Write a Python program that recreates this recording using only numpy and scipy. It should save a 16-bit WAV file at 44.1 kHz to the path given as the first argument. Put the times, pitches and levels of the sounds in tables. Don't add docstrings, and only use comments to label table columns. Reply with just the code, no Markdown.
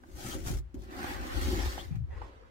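import sys
import numpy as np
from scipy import signal
from scipy.fft import rfft, irfft, next_fast_len
from scipy.io import wavfile
from scipy.ndimage import map_coordinates

SR = 44100
rng = np.random.default_rng(int(sys.argv[2]) if len(sys.argv) > 2 else 0)


def to_wav(sig):
    pcm = np.clip(np.atleast_2d(sig), -1, 1) * 32767
    pcm = np.round(pcm).astype(np.int16)
    wavfile.write(sys.argv[1], SR, pcm.T)


N = 110250


def amp(db):
    return 10 ** (np.asarray(db) / 20)


def unit(x):
    return x / np.sqrt(np.mean(x ** 2) + 1e-20)


def along(points, hz):
    freqs, values = np.transpose(points)
    return np.interp(np.log(hz + 1), np.log(freqs + 1), values)


def faders(rows):
    times, *levels = np.transpose(rows)
    t = np.arange(N) / SR
    outside = np.maximum(times[0] - t, 0) + np.maximum(t - times[-1], 0)
    return [amp(np.interp(t, times, db)) * np.exp(-outside / .02) for db in levels]


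def wobble(rate):
    knots = rng.standard_normal(int(N * rate / SR) + 4)
    return map_coordinates(knots, [np.arange(N) * rate / SR])


def filtered(x, response):
    size = next_fast_len(N + SR // 2)
    return irfft(rfft(x, size) * response(np.fft.rfftfreq(size, 1 / SR)), size)[..., :N]


def spread(pair, correlation):
    turn = lambda hz: np.arccos(np.clip(along(correlation, hz), -1, 1)) / 2
    mid, side = filtered(pair, lambda hz: np.array([np.cos(turn(hz)), np.sin(turn(hz))]))
    return np.array([mid + side, mid - side])


def pan(db):
    return amp(np.array([[.5], [-.5]]) * db)


def add(track, start, sound):
    part = track[..., max(round(start * SR), 0):][..., :sound.shape[-1]]
    part += sound[..., :part.shape[-1]]


def slips(per_s, spread_db):
    size = amp(spread_db * np.clip(rng.standard_normal(N), -2, 2))
    slipping = rng.random(N) < per_s / SR
    return size * slipping * rng.standard_normal((2, N))


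def bursts(rows, t60_s=.073):
    out, t = np.zeros(N), np.arange(SR // 6) / SR
    for start, db in rows:
        add(out, start, amp(db - 60 * t / t60_s))
    return out


# (frequency [Hz], left-right correlation [clipped to -1..1])
RUB_WIDTH = [(300, 2.3), (520, -0.56), (790, 0.12), (1150, -0.57), (1700, -0.53), (2300, 0)]

def friction():
    return spread(sill_echoes(slips(per_s=9000, spread_db=3)), RUB_WIDTH)


# (frequency [Hz], left minus right [dB])
RUB_BALANCE = [(540, 1.5), (900, -0.5), (1400, -3.5), (2000, -8), (2400, 2), (3300, 2.5), (4400, -2),
               (8200, 4), (13500, 0.5)]

def rub(grains, eq, pan_db):
    return unit(filtered(grains, lambda hz: amp(along(eq, hz)) * pan(along(RUB_BALANCE, hz) + pan_db)))


# (time [s], relative rasp level [dB], relative hiss level [dB])
SLIDE_RIDE = [(.72, -107, -88), (.81, -81, -67.5), (.895, -59, -68), (.92, -55, -59.5), (1.04, -44, -51),
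              (1.12, -43.5, -49.5), (1.19, -50, -56), (1.3, -45.5, -52), (1.43, -46.5, -45),
              (1.63, -45, -46.5), (1.82, -55, -53.5), (1.895, -64.5, -66.5), (1.965, -63, -76),
              (2.0, -86, -80)]
# (frequency [Hz], relative level [dB])
RASP_EQ = [(250, -19), (450, -14.5), (520, 1), (623, -11), (800, 1.5), (920, -10.5), (1050, -4.5),
           (1900, -5), (2900, -16), (5000, -37)]
# (frequency [Hz], relative level [dB])
HISS_EQ = [(1500, -47), (2900, -8), (4500, -6.5), (6800, -12), (8500, -16), (11600, -19.5), (13500, -14.5),
           (15500, -20)]

def slide(inner, outer):
    rasp_gain, hiss_gain = faders(SLIDE_RIDE)
    rasp = amp(3.5) * rasp_gain * rub(inner, RASP_EQ, pan_db=1.4)
    hiss = amp(1.5) * hiss_gain * rub(outer, HISS_EQ, pan_db=1.5)
    return rasp + hiss


# (time [s], relative level [dB])
SWISH_RIDE = [(0, -76), (.15, -58.5), (.195, -47.5), (.265, -42.5), (.343, -41), (.37, -50.5),
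              (.435, -53.5), (.475, -38.5), (.55, -48.5), (.59, -62.5), (.615, -82)]
# (time [s], level [dB])
FOLD_FLICKS = [(.57, -47.5), (.585, -53.5), (.743, -53.5), (.819, -55.5), (.836, -55.5), (1.414, -42),
               (1.955, -56)]
# (frequency [Hz], relative level [dB])
SWISH_EQ = [(130, 9.5), (250, 4), (420, -8.5), (540, -1.5), (830, 1), (980, -8), (1350, 1.5), (2600, -8),
            (6700, -5.5), (8500, -11.5), (15500, -14)]

def swishes(grains):
    gain = amp(2) * faders(SWISH_RIDE)[0] + bursts(FOLD_FLICKS)
    return gain * rub(grains, SWISH_EQ, pan_db=3.5)


# (time [s], relative level [dB])
SCUFF_RIDE = [(2.085, -70), (2.13, -60), (2.2, -58.5), (2.24, -54.5), (2.32, -61.5), (2.5, -68.5)]
# (frequency [Hz], relative level [dB])
SCUFF_EQ = [(250, -22), (520, 8), (620, -2), (1100, -1.5), (2000, -11), (5000, -22), (15000, -44)]

def scuff(grains):
    return amp(5) * faders(SCUFF_RIDE)[0] * rub(grains, SCUFF_EQ, pan_db=-.8)


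# (time [s], crunch level [dB])
CRUMPLE_HITS = [(.036, -51), (.333, -43), (1.043, -37), (1.594, -39), (1.658, -39), (1.779, -35),
                (2.217, -40.5)]
# (frequency [Hz], relative level [dB])
CRUMPLE_EQ = [(500, -6.5), (780, 4), (1100, -5), (1500, -6.5), (12000, -62)]

def crumples(grains, ring_hz=850, t60_s=.04, ring_offset_db=-2.5):
    crunch = bursts(CRUMPLE_HITS) * rub(grains, CRUMPLE_EQ, pan_db=1)
    rings, t = np.zeros(N), np.arange(SR // 12) / SR
    for start, db in CRUMPLE_HITS:
        hz = ring_hz * np.exp(.05 * rng.standard_normal())
        decay = amp(db + ring_offset_db - 60 * t / t60_s)
        add(rings, start, decay * np.sin(2 * np.pi * hz * t))
    return crunch + rings


# (frequency [Hz], bandwidth [Hz], relative level [dB])
LEG_MODES = [(259, 105.5, -3), (372, 40, 0), (529, 32.5, -8.5)]
# (time [s], relative level [dB])
FLUTTER_RIDE = [(0, -61.5), (.15, -54.5), (.37, -40.5), (.43, -50.5), (.49, -41.5), (.585, -50.5),
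                (.63, -67.5), (.73, -73), (.755, -47.5), (.85, -56.5), (.95, -44.5), (1.13, -45),
                (1.32, -48.5), (1.56, -37.5), (1.68, -48), (1.86, -52), (2.02, -71), (2.25, -58),
                (2.5, -70)]

def flutter(lowpass_hz=1100):
    def leg(hz):
        modes = sum((-1) ** k * amp(db) * 1j * hz * width / (centre ** 2 - hz ** 2 + 1j * hz * width)
                    for k, (centre, width, db) in enumerate(LEG_MODES))
        return modes / (1 + (hz / lowpass_hz) ** 4)

    creases = spread(slips(per_s=900, spread_db=1), correlation=[(370, .66), (520, 0)])
    body = unit(filtered(creases, leg))
    return amp(.5) * faders(FLUTTER_RIDE)[0] * body * pan(db=1)


# (time [s], level before the low-pass [dB])
PLOP_HITS = [(.374, -30.5), (0.744, -31), (1.043, -33.5), (1.375, -26), (1.484, -24.5), (1.514, -26),
             (1.534, -20), (1.557, -32), (1.586, -23)]

def plops(pitch_hz=345, rise_s=.0038, t60_s=.02, lowpass_hz=297):
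    notes, t = np.zeros(N), np.arange(SR // 8) / SR
    envelope = (1 - np.exp(-t / rise_s)) * amp(-60 * t / t60_s)
    envelope /= envelope.max()
    for start, db in PLOP_HITS:
        hz = pitch_hz * np.exp(.04 * rng.standard_normal())
        add(notes, start, amp(db) * envelope * np.sin(2 * np.pi * hz * t))
    return filtered(notes, lambda hz: 1 / np.sqrt(1 + (hz / lowpass_hz) ** 10)) * pan(db=3.5)


# (time [s], length [s], start pitch [Hz], end pitch [Hz], dry level [dB], pitch jitter [ratio])
SQUEAK_CUES = [(0.307, 0.033, 3100, 2930, -47.5, .08), (1.784, 0.036, 2996, 3620, -48, .07),
               (2.1, 0.1, 1980, 1850, -59.5, .09)]

def squeaks():
    out = np.zeros(N)
    for start, length, start_hz, end_hz, db, jitter in SQUEAK_CUES:
        progress = np.linspace(0, 1, int(length * SR))
        glide = start_hz + (end_hz - start_hz) * progress
        hz = glide * (1 + jitter * wobble(start_hz / 2)[:len(progress)])
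        arch = np.sqrt(np.abs(np.sin(np.pi * progress)))
        add(out, start, amp(db) * arch * np.sin(2 * np.pi * np.cumsum(hz) / SR))
    return sill_echoes(out) * pan(db=3)


def groan(start_s=1.904, length_s=.135, start_hz=139, end_hz=90, slips_per_s=58):
    out = np.zeros((2, N))
    steps = np.linspace(0, 1, round(length_s * slips_per_s))
    offsets_s = rng.uniform(-.2, .2, len(steps)) / slips_per_s
    for progress, offset in zip(steps, offsets_s):
        hz = start_hz + (end_hz - start_hz) * progress
        add(out, start_s + progress * length_s + offset, thump(hz, db=-28.5))
    return out * pan(db=7.5)


def thump(hz, db, peak_cycles=.765):
    t = np.arange(SR // 6) / SR
    age = hz * t / peak_cycles
    swell = (age * np.exp(1 - age)) ** 2
    skew = 1.05 * rng.standard_normal() * np.array([[1], [-1]])
    return amp(db) * swell * np.sin(2 * np.pi * hz * t + skew)


def sill_echoes(x, t60_s=.04, path_change_s=.035):
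    t, out = np.arange(SR // 24) / SR, x * np.ones((2, 1))
    position = np.arange(N) / SR / path_change_s
    for path in range(int(position[-1]) + 2):
        near = np.flatnonzero(np.abs(position - path) < 1)
        crossfade = np.sqrt(1 - np.abs(position[near] - path))
        tail = rng.standard_normal((2, len(t))) * amp(-60 * t / t60_s)
        tail /= np.linalg.norm(tail[0])
        send = np.atleast_2d(x)[:, near] * crossfade
        add(out, near[0] / SR, signal.fftconvolve(send, tail, axes=1))
    return out


# (time [s], relative level [dB])
RUMBLE_RIDE = [(0, -68.5), (.2, -46), (.26, -64), (.37, -40), (.46, -45.5), (.56, -33.5), (.71, -54),
               (.79, -41), (.88, -55), (1.13, -47.5), (1.2, -38.5), (1.28, -48.5), (1.36, -35.5),
               (1.66, -37), (1.72, -47), (2.18, -44), (2.39, -62), (2.5, -59)]
# (frequency [Hz], relative level [dB])
RUMBLE_EQ = [(18, -16), (32, -13), (50, 5), (72, 1.5), (105, -8), (150, -22), (260, -38.5), (600, -75)]
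# (time [s], level [dB], pitch [Hz])
BUMP_HITS = [(0.35, -28, 68.7), (0.503, -28, 126), (0.524, -34, 114), (0.557, -32, 49),
             (1.662, -27.5, 65.3)]

def rumble():
    noise = spread(rng.standard_normal((2, N)), correlation=[(60, .33)])
    lows = unit(filtered(noise, lambda hz: amp(along(RUMBLE_EQ, hz))))
    out = amp(3.5) * faders(RUMBLE_RIDE)[0] * lows
    for start, db, hz in BUMP_HITS:
        add(out, start, thump(hz, db))
    return out * pan(db=2.5)


# (frequency [Hz], relative level [dB])
AIR_EQ = [(30, 8), (400, -3.5), (900, -4), (2000, -9.5), (5000, -22), (15000, -35)]

def air(db=-67):
    noise = rng.standard_normal((2, N))
    return amp(db) * unit(filtered(noise, lambda hz: amp(along(AIR_EQ, hz))))


def scene():
    inner, outer = friction(), friction()
    rubbing = slide(inner, outer) + swishes(inner) + scuff(inner)
    accents = crumples(outer) + flutter() + plops() + squeaks() + groan()
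    return rubbing + accents + rumble() + air()


def record(dry):
    return filtered(dry, lambda hz: hz < 15800)


dry = scene()
out = record(dry)
to_wav(out)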